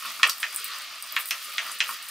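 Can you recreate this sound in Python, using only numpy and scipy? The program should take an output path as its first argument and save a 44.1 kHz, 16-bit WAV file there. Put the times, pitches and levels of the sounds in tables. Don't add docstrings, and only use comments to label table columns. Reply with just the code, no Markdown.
import sys
import numpy as np
from scipy import signal
from scipy.fft import rfft, irfft
from scipy.io import wavfile
from scipy.ndimage import uniform_filter1d

SR = 44100
rng = np.random.default_rng(int(sys.argv[2]) if len(sys.argv) > 2 else 0)


def wrap_up_sound(samples):
    columns = np.atleast_2d(samples).T
    tamed = np.clip(columns, -1, 1)
    steps = np.round(tamed * 32767).astype(np.int16)
    wavfile.write(sys.argv[1], SR, steps)


def boost(x):
    u = np.asarray(x, float) / 20
    return 10 ** u


N = 92610
BENCH_HZ = 235.8


def rms_one(x):
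    return x / np.sqrt(np.mean(x ** 2) + 1e-20)


def drift(changes_per_s):
    count = int(N / SR * changes_per_s) + 3
    return np.interp(np.arange(N) / SR * changes_per_s, np.arange(count), rng.standard_normal(count))


def band(x, low_hz, high_hz):
    return signal.sosfilt(signal.butter(2, [low_hz, high_hz], "band", fs=SR, output="sos"), x)


def ring(clicks, hz, t60):
    decay, turn = boost(-60 / (t60 * SR)), 2 * np.pi * hz / SR
    return signal.lfilter([0, np.sin(turn)], [1, -2 * decay * np.cos(turn), decay * decay], clicks + 1e-18)


def grains(per_s, spread_db):
    sizes = boost(spread_db * np.minimum(rng.exponential(1, N), 4)) * rng.choice([-1, 1], N)
    return sizes * (rng.random(N) < per_s / SR)


def small_body(x):
    return signal.sosfilt(signal.butter(4, 980, "high", fs=SR, output="sos"), x)


def air_rumble():
    mid, side = rms_one(signal.lfilter([1], [1, -.98], rng.standard_normal((2, N))))
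    return boost(-87.5) * (mid + 0.17 * side * np.array([[1], [-1]]))


def workshop(x, early, wet_db):
    t60_s, gap_s, wall_hz, even_hz = 0.16, 0.0036, 7000, 160
    side_db, low_side_db, side_hz = -10, -12, (2440, 13900)
    t = np.arange(SR // 2) / SR
    started = [t > gap_s, t > .0003]
    echoes = rng.standard_normal((2, len(t))) * boost(4.8 * rng.standard_normal(len(t)) - 60 * t / t60_s)
    echoes = echoes * started / np.sqrt(np.sum(echoes[0] ** 2))
    colour = np.sqrt(uniform_filter1d(np.abs(rfft(echoes)) ** 2, size=even_hz // 2, axis=1))
    echoes = irfft(rfft(echoes) / colour, len(t)) * started * (t < .4)
    for delay_s, db in early:
        echoes[:, int(delay_s * SR)] += boost(db - wet_db) * np.array([1, .3])
    mid, side = signal.fftconvolve(x[None], echoes, axes=1)[:, :N]
    mid = boost(wet_db) * signal.sosfilt(signal.butter(1, wall_hz, fs=SR, output="sos"), mid)
    side = boost(side_db) * (band(side, *side_hz) + boost(low_side_db) * side)
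    return np.array([mid + side, mid - side])


def bench_hum(grind_db, rattle_db):
    width_hz = 49
    hum = rms_one(band(rng.standard_normal(N), BENCH_HZ - width_hz / 2, BENCH_HZ + width_hz / 2))
    return boost(grind_db + .5 * rattle_db - 13 + 1.7 * drift(10.8)) * hum


def threads(grind_db):
    # pitch_hz [Hz], width_hz [Hz], level_db [dB]
    screw_tones = [(605, 92, -9.5), (1172, 122, 8), (1400, 312, -0.5), (1694, 246, -2.5), (2000, 163, 0.5),
                   (2074, 77, 0.5), (2550, 104, -6), (2550, 187, -5.5), (3110, 300, -1.5),
                   (3136, 190, -1.5), (4640, 180, 0.5), (4640, 164, 4.5), (4860, 310, -5.5), (355, 40, -15)]
    # pitch_hz [Hz], level_db [dB per Hz]
    rasp_colour = [(150, -55), (400, -30.5), (850, -17), (1150, -7.5), (1600, -4.5), (2800, -1),
                   (4800, -2.5), (7200, -9.5)]
    slips_per_s, spread_db, slip_sway_db = 8000, 2.5, 1.3
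    tone_sway_db, tone_sways_per_s = 2.3, 20
    rasp_db, level_db = 5.5, 1
    slips = grains(slips_per_s, spread_db) * boost(slip_sway_db * drift(30.42))
    rings = np.zeros(N)
    for k, (hz, width_hz, db) in enumerate(screw_tones):
        strength = boost(db + tone_sway_db * drift(tone_sways_per_s)) * np.sqrt(width_hz)
        rings += (-1) ** k * strength * rms_one(ring(slips, hz, 1.36 / width_hz))
    hz = np.maximum(np.fft.rfftfreq(N, 1 / SR), 1)
    at_hz, db = np.transpose(rasp_colour)
    colour = boost(np.interp(np.log(hz), np.log(at_hz), db)) / (1 + (hz / 8000) ** 8)
    rasp = irfft(rfft(slips) * colour, N)
    return boost(grind_db + level_db) * rms_one(rms_one(rings) + boost(rasp_db) * rms_one(rasp))


def link(low, high, fall_s):
    rise_s, low_hz, high_hz = 0.00015, (7790, 10370), (11200, 17800)
    t = np.arange(int(fall_s * SR * 7) + 9) / SR
    shape = (1 - np.exp(-t / rise_s)) * np.exp(-t / fall_s) * 4
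    noise = rng.standard_normal((2, N))
    low, high = signal.fftconvolve(np.abs([low, high]), shape[None], axes=1)[:, :N] * noise
    return band(band(low, *low_hz), *low_hz) + band(band(high, *high_hz), *high_hz)


def chain_ticks(tick_fall_s):
    # start_s [s], level_db [peak dB], upper_db [extra dB of the upper ring], slide_db [dB]
    link_drops = [(0.053, -29.5, -12, -5), (0.273, -11, -18.5, -16), (0.296, -12, -16, -12.5),
                  (0.382, -23.5, -16, -18), (0.402, -15.5, -21, -17), (0.5264, -21, -22, -24),
                  (0.5458, -15, -18, -16), (0.5607, -6.5, -25, -17), (0.6433, -14, -13.5, -14),
                  (0.68, -35, -2, -20), (0.7523, -27.5, -18, -12), (0.7853, -17, -19.5, -25),
                  (0.819, -44, -14, 5), (1.0243, -17.5, -22, -16), (1.1238, -36, 1.5, -14),
                  (1.1613, -32, -4, -20), (1.191, -33, -3, -11), (1.1984, -21, -15, -12.5),
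                  (1.2068, -20.5, -12, -12.5), (1.257, -17, -13, -15), (1.271, -33, -9, -1.5),
                  (1.2873, -21.5, -8, -23), (1.3074, -17, -15, -13), (1.5378, -19, -24, -19),
                  (1.6217, -47, -15, -14), (1.665, -27.5, -14.5, -10), (1.715, -16.5, -25, -10),
                  (1.786, -28, -19, -4.5), (1.8845, -26.5, -13, -9.5), (2.0261, -20.5, -20, -17.5),
                  (2.085, -27.5, -12, -6), (1.897, -31, -15, -14)]
    slide_s, tick_db, upper_slide = 0.011, -8.5, .35
    s, db, upper_db, slide_db = np.transpose(link_drops)
    at = (s * SR).astype(int)
    low, high, slide = np.zeros((3, N))
    low[at] = boost(db + tick_db)
    high[at] = boost(db + tick_db + upper_db + 18.5)
    slide[at] = boost(slide_db)
    return link(low, high, tick_fall_s) + link(low * slide, upper_slide * high * slide, slide_s)


def chain_rattle(rattle_db, tick_fall_s):
    touches_per_s, spread_db, sway_db = 440, -9, 3.5
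    touch_db, hiss_db = -8, -6.5
    touches = grains(touches_per_s * boost(sway_db * drift(42)), spread_db)
    small = link(touches * rng.random(N), touches * rng.random(N), tick_fall_s)
    noise = rng.standard_normal((2, N))
    hiss = boost(0.99 * drift(33.7)) * band(noise[0], 3870, 11600)
    hiss += boost(0.5 * drift(23.0) - 1.5) * band(noise[1], 8400, 21400)
    return boost(rattle_db) * (boost(touch_db) * rms_one(small) + boost(hiss_db) * rms_one(hiss))


def strike(s, db, modes, tilt_db=0, favoured_hz=1500):
    favour_db, favour_octaves = 3, .45
    scatter_db, late_cycles, contact_s = 1.5, 2.2, .00004
    out = np.zeros(N)
    luck = rng.standard_normal((len(s), len(modes), 3))
    for k, (hz, mode_db, t60) in enumerate(modes):
        clicks = np.zeros(N + SR)
        nearness = np.exp(-(np.log2(hz / favoured_hz) / favour_octaves) ** 2)
        colour_db = favour_db * (nearness - .5) + tilt_db * np.log2(hz / 2000)
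        size = boost(db + mode_db + colour_db + scatter_db * luck[:, k, 0]) * (-1) ** k
        touch_s = s + (late_cycles - 1) / hz
        rebound_s = s + late_cycles / hz + contact_s * np.abs(luck[:, k, 2])
        np.add.at(clicks, (touch_s * SR).astype(int), 0.11 * size)
        np.add.at(clicks, (rebound_s * SR).astype(int), size)
        out += ring(clicks[:N], hz, t60)
    return small_body(out)


def clack(s, db, tilt_db, chatter_db):
    crack_s, crack_hz, chatter_hz = 0.0034, (1080, 3900), (1410, 2900)
    thud_s, thud_hz, thud_db = 0.026, (509, 960), -35.5
    t = np.arange(SR // 8) / SR
    crack = (1 - np.exp(-t / 0.000073)) * boost(-1) * np.exp(-t / crack_s)
    chatter = (1 - np.exp(-t / 0.0014)) * boost(-14) * np.exp(-t / 0.017)
    thud = np.exp(-t / thud_s) * (1 - np.exp(-t / 0.013))
    out, low = np.zeros((2, N + SR))
    noise = rng.standard_normal((len(s), 2, len(t)))
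    starts = (s * SR).astype(int)
    for start, level_db, tilt, loose_db, (fine, lumps) in zip(starts, db, tilt_db, chatter_db, noise):
        here = slice(start, start + len(t))
        rough = fine * boost(14.0 * uniform_filter1d(lumps, size=60))
        tones = rfft(crack * rough)
        lumpy = np.sqrt(uniform_filter1d(np.abs(tones) ** 2, size=240 // 8))
        snap = irfft(tones / lumpy, len(t)) * np.sqrt(np.sum(crack ** 2)) * (t < 5 * crack_s)
        loose = boost(loose_db) * chatter * rough
        bright = boost(2.84 * tilt - 12.0) * band(snap + 0.24 * loose, crack_hz[1], 6000)
        out[here] += boost(level_db) * (band(snap, *crack_hz) + band(loose, *chatter_hz) + bright)
        low[here] += boost(0.99 * level_db + thud_db) * band(lumps * thud, *thud_hz) * 8
    return small_body(out[:N]) + low[:N]


def handles_and_jaw():
    # start_s [s], level_db [peak dB], brightness_db [dB per octave], chatter_db [dB],
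    # favoured_hz [Hz]
    knock_events = [
        (0.2306, -2, 2, -7.5, 1430),
        (0.2940, -27.5, 11.5, -4, 5440),
        (0.4290, -17, 2, 11.5, 2000),
        (1.164, -13.5, -2, 5, 2400),
        (1.3080, -17.5, 6, 12, 2650),
        (1.5808, -14.5, 3.5, 9.5, 3100),
        (1.8034, -12.5, 4.5, 6, 2900),
    ]
    # start_s [s], level_db [peak dB]
    bump_events = [
        (0.0227, -26),
        (0.0484, -23),
        (0.196, -24.5),
        (0.2617, -29),
        (1.6658, -27),
        (1.695, -28),
        (1.8899, -21.5),
        (1.912, -34.5),
        (0.284, -23),
        (1.141, -38),
    ]
    # pitch_hz [Hz], level_db [dB], t60_s [s to fall 60 dB]
    tee_tones = [(1130, -8, .012), (1394, -5, .012), (1685, -4, .015), (1810, -4, .012), (2000, -5, .01),
                 (2200, -3, .012), (2380, -3, .015), (2600, -4, .01), (2790, -3, .008), (3050, -3, .008),
                 (3380, -2, .008), (4054, -6, .005), (5050, -9, .004), (6300, -13, .002)]
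    # pitch_hz [Hz], level_db [dB], t60_s [s to fall 60 dB]
    jaw_tones = [(1053, 14.5, 0.0084), (1130, 15.5, 0.003), (1383, 7.5, 0.014), (1867, 5, 0.017),
                 (2330, 6, 0.012), (3100, -2, .006)]
    knock_db, jaw_db, bench_kick_db = -4.5, -14, -44.5
    s, db, tilt_db, chatter_db, favoured_hz = np.transpose(knock_events)
    bump_s, bump_db = np.transpose(bump_events)
    jolts = np.zeros(N)
    jolts[(np.r_[s, bump_s] * SR).astype(int)] = boost(np.r_[.6 * db, .3 * bump_db] + bench_kick_db)
    bench = ring(ring(jolts, BENCH_HZ, 0.14), BENCH_HZ * 0.71, 0.022) / 100
    knocks = strike(s, db + knock_db, tee_tones, tilt_db, favoured_hz)
    knocks = knocks + clack(s, db, tilt_db, chatter_db)
    return knocks + strike(bump_s, bump_db + jaw_db, jaw_tones) + bench


def scene():
    # start_s [s], grind_db [dB], rattle_db [dB]
    crank_effort = [(0, -39, -39), (.1, -36.5, -38), (0.192, -40.5, -39), (.37, -42.5, -40),
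                    (.5, -40, -40.5), (.66, -39.5, -40), (.82, -38.5, -44.5), (.91, -42.5, -45.5),
                    (1.06, -42.5, -43), (1.14, -38.5, -40.5), (1.27, -42.5, -40), (1.45, -40.5, -36),
                    (1.55, -40.5, -42.5), (1.721, -38, -37), (1.79, -42, -46), (1.921, -39, -32),
                    (2.01, -43, -46.5), (2.1, -41.5, -37.5)]
    # delay_s [s], level_db [dB]
    first_echoes = [(.0045, -9), (.0093, -8.5), (0.0132, -13.5), (0.0175, -12), (0.0217, -11.5),
                    (0.035, -13.5)]
    room_db, bed_wet_db, tick_fall_s = -2.5, -10, 0.00051
    s, grind_db, rattle_db = np.transpose(crank_effort)
    t = np.arange(N) / SR
    grind_db, rattle_db = np.interp(t, s, grind_db), np.interp(t, s, rattle_db)
    bed = bench_hum(grind_db, rattle_db) + threads(grind_db) + chain_rattle(rattle_db, tick_fall_s)
    blows = chain_ticks(tick_fall_s) + handles_and_jaw()
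    room = workshop(blows, first_echoes, room_db) + workshop(bed, [], room_db + bed_wet_db)
    return air_rumble() + bed + blows + room


def top_cut(x):
    return signal.sosfilt(signal.butter(12, 16980, fs=SR, output="sos"), x)


def record(dry):
    ceiling, bass_cut_hz, noise_db, top_hz = 1.25, 269, -83, 15950
    rounded = ceiling * np.tanh(dry / ceiling)
    thin = signal.sosfilt(signal.butter(2, bass_cut_hz, "high", fs=SR, output="sos"), rounded)
    noise = [[1, .2], [1, -.2]] @ rng.standard_normal((2, N))
    thin = thin + boost(noise_db) * rms_one(signal.lfilter([1], [1, -.985], noise))
    mix = signal.sosfilt(signal.cheby2(18, 52, top_hz, fs=SR, output="sos"), thin)
    return top_cut(mix)


dry = scene()
out = record(dry)
wrap_up_sound(out)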